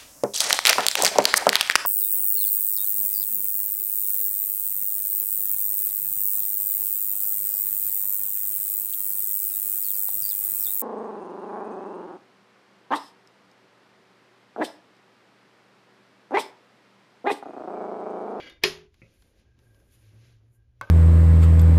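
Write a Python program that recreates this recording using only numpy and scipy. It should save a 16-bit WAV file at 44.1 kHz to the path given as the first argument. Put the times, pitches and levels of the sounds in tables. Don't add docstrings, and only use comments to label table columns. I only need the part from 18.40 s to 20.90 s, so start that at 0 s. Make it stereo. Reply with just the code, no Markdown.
import sys
import numpy as np
from scipy import signal
from scipy.fft import rfft, irfft, next_fast_len
from scipy.io import wavfile
from scipy.ndimage import map_coordinates

SR = 44100
rng = np.random.default_rng(int(sys.argv[2]) if len(sys.argv) > 2 else 0)


def boost(x):
    u = np.asarray(x, float) / 20
    return 10 ** u


def log_audio(samples):
    frames = np.atleast_2d(samples).T
    limited = np.clip(frames, -1, 1)
    pcm = np.round(limited * 32767).astype(np.int16)
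    wavfile.write(sys.argv[1], SR, pcm)


N = 110250

# start_s, peak_db
RIM_TICK_EVENTS = [
    (.0971, -39),
]
KNOCK_EVENTS = [
    (.2363, -6.5),
]
ROCK_EVENTS = [
    (.2445, -18),
    (.2505, -17),
    (.2745, -26.5),
]
TICK_EVENTS = [
    (.5422, -55),
    (.8215, -55),
    (1.19, -59.5),
    (1.345, -62),
    (1.4, -61.5),
]
TAP_EVENTS = [
    (.6175, -46),
]
CLICK_EVENTS = [
    (2.412, -19),
]
SETTLE_EVENTS = [
    (2.4245, -36),
    (2.4335, -39),
    (2.448, -44),
    (2.473, -48),
    (2.49, -47.5),
]

# pitch_hz, level_db, t60_s
RIM_MODES = [(3640, 6, 0.23), (3320, 1.9, .07)]
LID_MODES = [(159.5, -26, 0.6), (374, -17, 0.51), (417, -19.5, 0.6), (540, -17, 0.2), (653, -19.5, .2),
             (850, -15, 0.087), (1080.4, -10.5, 0.24), (1570, -13, 0.15), (1824, 0.5, 0.07),
             (1921, -10.5, 0.16), (2250, -7, .1), (2462, 1, 0.045), (2580, -3, .09), (2940, -13.5, 0.15)]
EDGE_MODES = [(3117, -8, 0.069), (3290, -3, 0.07), (3365, -4.5, 0.045), (4070, -12.5, 0.16),
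              (4320, -7, 0.17), (4463, -10, 0.12), (4830, -9, 0.087), (5030, -14, 0.19), (5250, -14.5, .15),
              (5560, -14.5, 0.073), (6230, -18, .1)]
TABLE_MODES = [(112.7, 1.5, 0.23), (164, -5, 0.18), (210, -19.5, 0.6), (540, -16, 0.52), (1260, -28, 0.11),
               (2080, -14, 0.13), (2260, -1.5, 0.024), (2540, -12.5, 0.19)]
TIN_MODES = [(114, -10, 0.092), (334, -24, 0.064), (588, -16.5, 0.024), (545.4, -29.5, 0.17),
             (1104, -1.5, 0.05), (1288, 0, 0.008), (1440, 5.5, 0.021), (1540, -22, 0.11),
             (2180, -5.5, 0.035), (2584, -18.5, 0.074), (3280, -18, 0.042), (3900, -13.5, 0.013)]
# pitch_hz, level_db, t60_s
SEAT_MODES = [(566, -1, 0.046), (1050, -8.5, 0.046), (1248, -0.5, 0.038), (1544, 0, 0.095),
              (2166, -8, 0.038)]
# pitch_hz, level_db
FLEX_MODES = [(369, -1.5), (413, -1.5)]
SCRAPE_HZ = [335, 515, 1620, 2050, 2280, 2900, 3240, 4550]

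# pitch_hz, density_db_per_hz
SLIDE_COLOUR = [(150, -17), (320, -6.5), (690, -8), (3200, -7.5), (6900, -20.5), (9000, -28.5),
                (13200, -33), (16000, -61)]
KNOCK_COLOUR = [(100, -18.5), (365, -9), (1500, -9.5), (2600, -5), (5000, -6.5), (8800, -11.5),
                (13000, -19.5), (16000, -35.5)]
TICK_COLOUR = [(300, -22.5), (800, -3.5), (3000, -3.5), (7000, -5.5), (14000, -14), (16500, -43)]
TAP_COLOUR = [(100, -3.5), (500, 1.5), (900, -19), (1300, -8), (1700, -23), (2050, -1), (2700, -2.5),
              (3100, -58)]
CLICK_COLOUR = [(100, -10), (370, -6.5), (1100, 5.5), (1500, -3.5), (1830, -16), (2300, -5), (5000, -17),
                (16000, -26)]
SPIKE_COLOUR = [(800, -33), (2500, -6), (6000, 1.5), (9000, -1.5), (14000, -7.5), (16000, -12.5),
                (16900, -51)]
CLOTH_COLOUR = [(500, -29.5), (900, -10.5), (2360, 0.5), (6500, -6), (9000, -11), (14000, -28),
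                (16000, -50)]
SKIN_COLOUR = [(4500, -36.5), (7000, -5), (8500, -1), (10500, -4), (13000, -6.5), (16000, -17)]
PALM_COLOUR = [(150, -20), (300, -1), (550, 0), (720, -9), (1000, -30)]
RUMBLE_COLOUR = [(25, -13.5), (55, -2), (90, -4), (150, -21.5), (350, -24), (700, -34.5), (1200, -38.5),
                 (3000, -48.5)]

# pitch_hz, t60_s
ROOM_DECAY = [(100, 0.73), (400, 0.55), (2000, 0.47), (5000, 0.41), (9000, 0.31), (14000, 0.32)]
CONTACT_DECAY = [(100, 0.16), (1000, 0.14), (3000, 0.15), (8000, 0.041), (16000, .04)]

# time_s, level_db
SLIDE_LEVEL = [(0, -44.5), (.08, -45.5), (.12, -51), (.17, -62), (.212, -79), (.224, -53.5), (.236, -39),
               (.24, -100)]
SLEEVE_LEVEL = [(.45, -85.5), (.56, -74.5), (.72, -69), (.88, -75.5), (1.0, -74), (1.1, -80), (1.2, -77),
                (1.47, -80), (1.53, -69.5), (1.9, -67.5), (2.03, -81), (2.3, -88.5), (2.4, -82), (2.5, -84)]
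FINGER_LEVEL = [(.5, -100), (.57, -85), (.7, -86), (.74, -75.5), (.9, -73.5), (.94, -89), (1.0, -75),
                (1.05, -105), (1.17, -105), (1.2, -79.5), (1.48, -76), (1.54, -66), (1.68, -76),
                (1.93, -81), (2.0, -100), (2.1, -87), (2.15, -70.5), (2.21, -100)]
PALM_LEVEL = [(.55, -95), (.65, -72.5), (.85, -78), (.95, -70.5), (1.15, -90), (1.24, -70), (1.44, -68),
              (1.5, -79.5), (1.85, -70), (2.05, -82.5), (2.35, -89.5), (2.45, -64)]
AIR_LEVEL = [(0, -64), (.5, -74.5), (.65, -71.5), (.88, -70.5), (1.0, -70), (1.15, -70.5), (1.35, -69),
             (1.9, -67), (2.3, -78.5)]
HUM_LEVEL = [(.5, -72.5), (.65, -74), (.9, -75.5), (1.3, -58.5), (1.5, -70.5), (1.68, -53.5), (2.05, -55),
             (2.3, -65), (2.5, -54)]
# time_s, db_under_top
WHINE_LEVEL = [(.5, -19.5), (1.0, -0.5), (1.6, 0), (1.95, -2), (2.05, -21), (2.22, -6.5), (2.3, -15)]

# pitch_hz, correlation
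LIKENESS = [(40, 0.93), (200, 0.9), (600, -0.17), (2000, 0.42), (6000, 0.31), (8500, -.2), (12000, 1)]
# pitch_hz, gain_db
PORT_SUM = [(6800, 2), (7700, -5.5), (8100, -40.5), (8900, -39.5), (9300, 3), (13000, -1), (14000, -39.5)]
PORT_DIFFERENCE = [(9000, 2), (10200, -6.5), (11000, -31.5), (11800, -21), (13000, 8.5), (16000, 4.5),
                   (16900, -61.5)]
# pitch_hz, lean_db
KNOCK_LEAN = [(150, 1.5), (400, 0), (700, -1), (1300, 1.5), (2500, 1.5), (5000, 0.5)]
CLICK_LEAN = [(150, 0.26), (1100, 0.26), (2200, .3)]

SCRAPE_WIDTH_HZ = 56
HUM_HZ, WHINE_HZ, WHINE_DB = 113, 1599.6, -79
RISE_CYCLES, ROUGH_RAD = 1, 0.68
SPIKE_T60_S = .0045
GATE_S, GATE_DB_PER_S = 0.23, 203
FLEX_DB, FLEX_RISE_S, FLEX_T60_S = -20.5, 0.0061, 0.21
SEATED_S, SEATED_T60_S = 0.046, 0.045
LEFT_DB = 0.81


def unit(x):
    return x / np.sqrt(np.mean(x ** 2) + 1e-20)


def along(points, hz):
    point_hz, value = np.transpose(points)
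    return np.interp(np.log(hz + 1), np.log(np.abs(point_hz) + 1), value)


def curve(rows):
    time_s, level_db = np.transpose(rows)
    return boost(np.interp(np.arange(N) / SR, time_s, level_db))


def wobble(rate_hz, size=N):
    knots = rng.standard_normal(int(size * rate_hz / SR) + 4)
    return map_coordinates(knots, [np.arange(size) * rate_hz / SR])


def filtered(x, response):
    size = x.shape[-1]
    padded = next_fast_len(size + 8192)
    spectrum = rfft(x, padded) * response(np.fft.rfftfreq(padded, 1 / SR))
    return irfft(spectrum, padded)[..., :size]


def rush(colour, size, grain_db=0, ports=True):
    pair = rng.standard_normal((2, size))
    grain = rng.standard_normal(size // 32 + 1).repeat(32)[:size]

    def response(hz):
        port_db = np.array([along(PORT_SUM, hz), along(PORT_DIFFERENCE, hz)])
        turn = np.arccos(np.clip(along(LIKENESS, hz), -1, 1)) / 2
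        return boost(along(colour, hz) + ports * port_db) * [np.cos(turn), np.sin(turn)]

    mid, side = filtered(pair * boost(grain_db * grain), response)
    return unit(np.array([mid + side, mid - side]))


def dying(colour, t60s, t, stretch):
    noise = rush(colour, size=len(t))
    edges_hz = np.geomspace(80, 16000, 9)

    def hats(hz):
        return np.array([along(np.c_[edges_hz, row], hz) for row in np.eye(len(edges_hz))])[:, None]

    t60_s = stretch * along(t60s, edges_hz)
    return (filtered(noise[None], hats) * boost(-60 * t / t60_s[:, None, None])).sum(0)


def hit(events, modes, colour, ring_db, crack_db, spike_db, room_db, crack_len, room_len, lag_s, lean, vary_db):
    out = np.zeros((2, N + SR))
    t = np.arange(SR // 3) / SR
    side = np.array([[1], [-1]])
    gate = boost(-GATE_DB_PER_S * np.maximum(t - GATE_S, 0))
    for start_s, peak_db in events:
        ring = 0
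        for hz, level_db, t60_s in modes:
            mode_db = level_db + vary_db * rng.standard_normal() + side * along(lean, hz)
            rough = ROUGH_RAD * np.sqrt(hz / 1000) * wobble(90, size=len(t))
            tone = np.sin(2 * np.pi * hz * (t + side * lag_s / 2) + rough)
            ring = ring + boost(mode_db - 60 * t / t60_s) * (1 - np.exp(-t * hz / RISE_CYCLES)) * tone
        crack = boost(crack_db) * dying(colour, CONTACT_DECAY, t, crack_len) * (1 - np.exp(-t / 0.00063))
        spike = rush(SPIKE_COLOUR, size=len(t), ports=False) * (1 - np.exp(-t / 0.00018))
        spike = spike * boost(spike_db - 60 * t / SPIKE_T60_S)
        room = boost(room_db) * dying(colour, ROOM_DECAY, t, room_len) * (1 - np.exp(-t / 0.019))
        contact = (crack + spike) * boost(side * along(lean, 2300))
        blow = boost(peak_db) * (boost(ring_db) * ring + contact + room) * gate
        out[:, round(start_s * SR):][:, :len(t)] += blow
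    return out[:, :N]


def slide():
    def plate(hz):
        loss = 1j * hz * SCRAPE_WIDTH_HZ
        return 0.21 + sum(loss / (centre * centre - hz * hz + loss) for centre in SCRAPE_HZ)

    scrape = unit(filtered(rush(SLIDE_COLOUR, size=N, grain_db=1.5), plate))
    return scrape * curve(SLIDE_LEVEL) * boost(1.5 * wobble(56))


def room_tone():
    t = np.arange(N) / SR
    low = rush(RUMBLE_COLOUR[:3] + [(130, -44.5), (300, -92)], size=N)
    low = low * boost(-64.5 + 0.92 * wobble(6.0))
    air = rush([(90, -38.5)] + RUMBLE_COLOUR[3:] + [(8000, -92.5)], size=N)
    air = air * curve(AIR_LEVEL) * boost(1.5 * wobble(26))
    hum = np.sin(2 * np.pi * HUM_HZ * t + 2.2 * wobble(9.2))
    hum = hum * curve(HUM_LEVEL) * boost(2.9 * wobble(36))
    whine_band = [(WHINE_HZ - 90, -40), (WHINE_HZ - 45, -3), (WHINE_HZ + 40, 0), (WHINE_HZ + 90, -40)]
    whine = rush(whine_band, size=N) * curve(WHINE_LEVEL) * boost(WHINE_DB + 4 * wobble(22))
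    return low + air + hum + whine


def hands():
    sleeves = rush(CLOTH_COLOUR, size=N, grain_db=1.0) * curve(SLEEVE_LEVEL) * boost(1.5 * wobble(20))
    fingers = rush(SKIN_COLOUR, size=N, grain_db=1.5) * curve(FINGER_LEVEL) * boost(1.8 * wobble(64))
    palms = rush(PALM_COLOUR, size=N, grain_db=1.5) * curve(PALM_LEVEL) * boost(2.5 * wobble(40))
    return sleeves + fingers + palms


def rim_tick():
    return hit(RIM_TICK_EVENTS, RIM_MODES, TICK_COLOUR, ring_db=-11.0, crack_db=-10.5, spike_db=-15,
               room_db=-23.5, crack_len=0.88, room_len=.5, lag_s=.0001, lean=CLICK_LEAN, vary_db=0.5)


def knock():
    return hit(KNOCK_EVENTS, LID_MODES + EDGE_MODES, KNOCK_COLOUR, ring_db=-9, crack_db=-7.5, spike_db=-7.0,
               room_db=-17.0, crack_len=0.64, room_len=0.7, lag_s=.0004, lean=KNOCK_LEAN, vary_db=0)


def flex():
    t = np.maximum(np.arange(N) / SR - KNOCK_EVENTS[0][0], 0)
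    pair = sum(boost(level_db) * np.sin(2 * np.pi * hz * t) for hz, level_db in FLEX_MODES)
    fade_db = -60 * t / FLEX_T60_S - 60 * np.maximum(t - SEATED_S, 0) / SEATED_T60_S
    return pair * boost(FLEX_DB + fade_db) * (1 - np.exp(-(t / FLEX_RISE_S) ** 2))


def rocks():
    return hit(ROCK_EVENTS, EDGE_MODES, TICK_COLOUR, ring_db=-10.5, crack_db=-6, spike_db=-59,
               room_db=-24.5, crack_len=0.22, room_len=0.48, lag_s=.0004, lean=KNOCK_LEAN, vary_db=3.0)


def ticks():
    return hit(TICK_EVENTS, [], TICK_COLOUR, ring_db=0, crack_db=0, spike_db=-4,
               room_db=-13.5, crack_len=0.25, room_len=0.28, lag_s=0, lean=CLICK_LEAN, vary_db=0)


def pick_up_tap():
    return hit(TAP_EVENTS, TABLE_MODES, TAP_COLOUR, ring_db=-0.5, crack_db=2, spike_db=-40,
               room_db=-4.5, crack_len=0.24, room_len=0.39, lag_s=.00003, lean=CLICK_LEAN, vary_db=1)


def closing_click():
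    return hit(CLICK_EVENTS, TIN_MODES, CLICK_COLOUR, ring_db=-7, crack_db=-17, spike_db=-11.0,
               room_db=-30.5, crack_len=0.6, room_len=1.33, lag_s=0.000082, lean=CLICK_LEAN, vary_db=1)


def settling():
    return hit(SETTLE_EVENTS, SEAT_MODES, CLICK_COLOUR, ring_db=-2.5, crack_db=-13, spike_db=-60,
               room_db=-25, crack_len=0.28, room_len=.4, lag_s=0.000082, lean=CLICK_LEAN, vary_db=2.5)


def scene():
    on_table = knock() + rocks() + pick_up_tap()
    on_tin = closing_click() + settling()
    small = ticks() + rim_tick()
    return on_table + on_tin + small + flex() + slide() + hands() + room_tone()


def band_limit(x):
    return signal.sosfilt(signal.butter(12, 16880, fs=SR, output="sos"), x)


def record(dry):
    port_db = np.array([[LEFT_DB], [-LEFT_DB]])
    return band_limit(dry * boost(port_db))


dry = scene()
out = record(dry)
log_audio(out)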